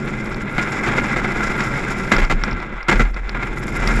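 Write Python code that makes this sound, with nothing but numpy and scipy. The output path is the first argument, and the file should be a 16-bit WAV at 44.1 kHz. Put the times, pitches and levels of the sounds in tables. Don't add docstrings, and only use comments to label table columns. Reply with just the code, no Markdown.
import sys
import numpy as np
from scipy import signal
from scipy.fft import rfft, irfft
from scipy.io import wavfile
from scipy.ndimage import uniform_filter1d

SR = 44100
rng = np.random.default_rng(int(sys.argv[2]) if len(sys.argv) > 2 else 0)


def file_out(sig):
    cols = np.atleast_2d(sig).T
    lim = np.clip(cols, -1, 1)
    pcm = np.round(lim * 32767).astype(np.int16)
    wavfile.write(sys.argv[1], SR, pcm)


N = 176400
T = np.arange(N) / SR

# frequency in Hz, relative gain in dB.
DECK_TONE = [(50, -13), (130, -5), (290, -6.5), (600, -13.5), (1000, -25.5), (3000, -71)]
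# centre in Hz, width in Hz, boost or cut in dB.
DECK_RESONANCES = [(130.9, 25.3, 10.5), (175, 26, -17), (212.2, 41, 11), (362, 60, 8.5)]


def amp(db):
    return 10 ** (np.asarray(db) / 20)


def unit(x):
    return x / np.sqrt(np.mean(x ** 2) + 1e-20)


def curve(table, column):
    rows = np.array(table)
    return np.interp(T, rows[:, 0], rows[:, column])


def add(mix, start_s, sound):
    part = mix[max(round(start_s * SR), 0):][:len(sound)]
    part += sound[:len(part)]


def wander(hz):
    f = np.fft.rfftfreq(N, 1 / SR)
    noise = rfft(rng.standard_normal(N))
    return unit(irfft(noise * f / (f + hz / 10) / (1 + (f / hz) ** 4), N))


def ring(x, tone, modes=(), size=8192):
    f = np.fft.rfftfreq(size, 1 / SR)
    hz, db = np.transpose(tone)
    broad = amp(np.interp(np.log(f + 1), np.log(hz), db))
    peaks = 1 + sum((amp(boost) ** 2 - 1) / (1 + (2 * (f - centre) / width) ** 2)
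                    for centre, width, boost in modes)
    log_gain = np.log(broad) + .5 * np.log(np.maximum(peaks, 1e-3))
    mirrored = np.concatenate([log_gain, log_gain[-2:0:-1]])
    minimum_phase = np.exp(np.conj(signal.hilbert(mirrored)))
    response = np.fft.ifft(minimum_phase).real[:size // 2]
    return signal.oaconvolve(x, response / np.linalg.norm(response))[:N]


def impacts(per_s, spread_db):
    size = amp(spread_db * np.minimum(rng.exponential(1, N), 3))
    return unit(size * rng.choice([-1, 1], N) * (rng.random(N) < per_s / SR))


def frame(x):
    # frequency in Hz, relative gain in dB.
    tone = [(150, -23), (480, -0.5), (640, -4), (800, 0), (1300, -1), (1820, -5.5), (2300, -3), (2550, -6),
            (2950, -15.5), (3600, -13.5), (4400, -25.5), (8000, -55)]
    # centre in Hz, width in Hz, boost in dB.
    modes = [(1389, 39, 13.5), (1562, 55, 7), (1644, 53, 10.5), (2040, 65, 13.5), (2143, 29, 10.5),
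             (2347, 33, 6.5)]
    detune = .013
    blend = np.pi / 4 * (1 + np.tanh(2 * wander(hz=4)))
    sharp = [(hz * (1 + detune), width, db) for hz, width, db in modes]
    flat = [(hz * (1 - detune), width, db) for hz, width, db in modes]
    return ring(x * np.sin(blend), tone, sharp) + ring(x * np.cos(blend), tone, flat)


def rolling():
    # time in seconds, then rattle, drum and hiss levels in relative dB.
    levels = [(0, -30, -19.5, -49.5), (.54, -28, -21.5, -55.5), (.6, -23, -22, -45.5),
              (.95, -22, -17, -43.5), (1.33, -24, -18.5, -46.5), (1.43, -22.5, -18, -42),
              (2.1, -25.5, -20.5, -45.5), (2.28, -33.5, -24.5, -56), (2.48, -25, -23.5, -54),
              (2.74, -31.5, -26, -62), (2.87, -32.5, -57, -66), (2.94, -23, -19.5, -44),
              (3.12, -39, -34.5, -62), (3.25, -32, -34.5, -58.5), (3.4, -28.5, -23, -56.5),
              (3.65, -31, -22.5, -50), (3.85, -21.5, -18, -41)]
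    # frequency in Hz, relative gain in dB.
    hiss_tone = [(1500, -23), (3500, -4), (4400, -3.5), (5300, 5), (6100, -3), (7250, 3), (9000, -17),
                 (10500, -10), (12500, -27), (15000, -33)]
    grit = dict(per_s=2200, spread_db=.5)
    bumps = wander(hz=29.7)
    rattle_gain = amp(curve(levels, 1) - 2.5 + 1.52 * bumps)
    drum_gain = amp(curve(levels, 2) - 6.5)
    hiss_gain = amp(curve(levels, 3) + 3 * bumps)
    rattle = frame(impacts(**grit) * rattle_gain)
    drum = ring(impacts(**grit) * drum_gain, DECK_TONE, DECK_RESONANCES)
    hiss = ring(impacts(per_s=4600, spread_db=4.5) * hiss_gain, hiss_tone)
    return rattle + drum + hiss


def chatter():
    # time in seconds, level in dB.
    levels = [(0, -60.5), (2.2, -56.5), (2.4, -98), (2.85, -90), (3, -52), (3.2, -87), (3.55, -56.5),
              (3.8, -49)]
    # frequency in Hz, relative gain in dB.
    tone = [(2000, -44), (7300, 3), (9000, -4), (10200, -1.5), (11200, 2.5), (12300, -11), (15000, -28)]
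    swing_hz, width_hz, rub_s = 208, 35, .0016
    gap = 1.1
    pole = np.exp((-np.pi * width_hz + 2j * np.pi * swing_hz) / SR)
    swing = unit(signal.lfilter([1], [1, -pole], rng.standard_normal(N)).imag)
    pressure = np.tanh(np.maximum(swing - gap, 0))
    contact = unit(uniform_filter1d(pressure, round(rub_s * SR)))
    return ring(contact * rng.standard_normal(N) * amp(curve(levels, 1)), tone)


def shudder():
    # time in seconds, level in relative dB, centre pitch in Hz.
    flexing = [(0, -43, 41.9), (1.15, -26, 40.13), (2.12, -32, 38.3), (2.165, -16, 30.7),
               (2.24, -6.5, 31.7), (2.28, -23, 22.1), (2.35, -8.5, 27), (2.43, -23.5, 36),
               (2.91, -29.5, 36.33), (2.96, -9.5, 34.5), (3.08, -10, 40.5), (3.13, -19, 40.9),
               (3.67, -27.5, 41.5), (3.92, -12, 38.5)]
    hz = curve(flexing, 2) * (1 + .07 * wander(hz=35))
    waver_db = 2.2 * np.minimum(wander(hz=30), 1)
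    level = amp(curve(flexing, 1) - 1 + waver_db)
    return level * np.sin(2 * np.pi * np.cumsum(hz) / SR)


def wind():
    # frequency in Hz, relative gain in dB.
    tone = [(20, 12), (45, 15.5), (65, -25), (400, -10), (2000, -64)]
    gusts = amp(2 * wander(hz=6))
    return amp(-33) * ring(rng.standard_normal(N) * gusts, tone)


def jolts():
    # start in seconds, strength in relative dB,
    # seconds until the volley starts to fade, brightness in relative dB.
    hits = [(0.074, -19.5, 0.0051, -7), (0.579, -10.5, 0.011, -1), (0.863, -17.5, 0.03, 2.5),
            (0.977, -12.5, 0.0084, 2), (1.159, -16, 0.016, 3), (1.24, -15, 0.0088, -3),
            (1.603, -20, 0.013, 8), (2.116, -6.5, 0.0067, 7.5), (2.131, -17.5, 0.044, -3),
            (2.18, -16, 0.022, 4), (2.214, -18, 0.028, 2), (2.297, -13, 0.026, 3.5), (2.435, -21, 0.012, 4),
            (2.882, -9, 0.0067, 5), (2.890, -10.5, 0.0085, 3), (2.912, -9.5, 0.015, 1.5),
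            (2.956, -16.5, 0.006, -1), (2.994, -8, 0.0094, 0.5), (3.015, -18.5, 0.0036, 6.5),
            (3.049, -23, 0.0085, -5), (3.162, -21.5, 0.0074, -7), (3.345, -21.5, .008, -8),
            (3.425, -18, .008, -1), (3.871, -18.5, 0.0035, 9.5)]
    # frequency in Hz, relative gain in dB.
    crash_tone = [(1200, -56), (2600, 2), (3700, -4), (4500, -4), (6200, -8), (7400, -6), (9000, -25),
                  (11200, -19.5), (15500, -58)]
    rise_s, fall_s = .002, .011
    collisions = dict(per_s=3000, spread_db=1.5)
    force, bright_force = np.zeros((2, N))
    t = T[:SR // 4]
    bounce = amp(1.8 * np.minimum(wander(hz=130), 1))
    for start_s, db, hold_s, bright_db in hits:
        envelope = amp(db) * np.minimum(t / rise_s, 1) * np.exp(-np.maximum(t - hold_s, 0) / fall_s)
        add(force, start_s, envelope)
        add(bright_force, start_s, envelope * amp(bright_db))
    clang = frame(bounce * force * impacts(**collisions))
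    thump = ring(force * impacts(**collisions), DECK_TONE, DECK_RESONANCES)
    crash = ring(bounce * bright_force * impacts(per_s=6000, spread_db=3), crash_tone)
    return amp(-4.5) * clang + amp(-7.5) * thump + amp(-23) * crash


def clinks():
    # start in seconds, level in relative dB.
    knocks = [(0.257, -37.5), (0.345, -31.5), (1.6062, -27.5), (2.1653, -22), (2.249, -27), (2.4367, -19.5),
              (2.4782, -34), (2.5114, -32.5), (2.529, -34), (2.601, -34), (2.829, -35), (3.143, -36),
              (3.2931, -25.5), (3.43, -40), (3.8739, -20.5)]
    # frequency in Hz, relative gain in dB.
    tone = [(1500, -32), (3600, 8), (5650, 6.5), (6200, -9.5), (11000, -20.5), (15000, -40)]
    # centre in Hz, width in Hz, boost in dB.
    modes = [(4850, 330, 6), (5450, 350, 10)]
    decay_s = .0025
    ticks, t = np.zeros(N), T[:SR // 10]
    for start_s, db in knocks:
        add(ticks, start_s, amp(db) * np.exp(-t / decay_s) * rng.standard_normal(len(t)))
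    return amp(1) * ring(ticks, tone, modes) + amp(6.5) * frame(ticks)


def thuds():
    # start in seconds, peak level in dB, pitch of the deck's ring in Hz.
    landings = [(2.312, -19, 180), (2.468, -19, 208), (2.505, -21, 128), (2.535, -23, 84)]
    rise_s, roughness_rad = .014, .9
    mix, t = np.zeros(N), T[:SR // 4]
    for start_s, db, hz in landings:
        phase = 2 * np.pi * hz * t + roughness_rad * wander(hz=150)[:len(t)]
        envelope = amp(db) * t / rise_s * np.exp(1 - t / rise_s)
        add(mix, start_s, envelope * np.sin(phase))
    return mix


def scene():
    return (rolling() + jolts() + thuds() + clinks() + chatter() + shudder() + wind())[None]


def record(dry):
    ceiling, cutoff_hz = 1.15, 15500
    saturated = ceiling * np.tanh(dry / ceiling)
    lowpass = signal.firwin(511, cutoff_hz, window=("kaiser", 9), fs=SR)
    return signal.oaconvolve(saturated, lowpass[None], "same")


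dry = scene()
out = record(dry)
file_out(out)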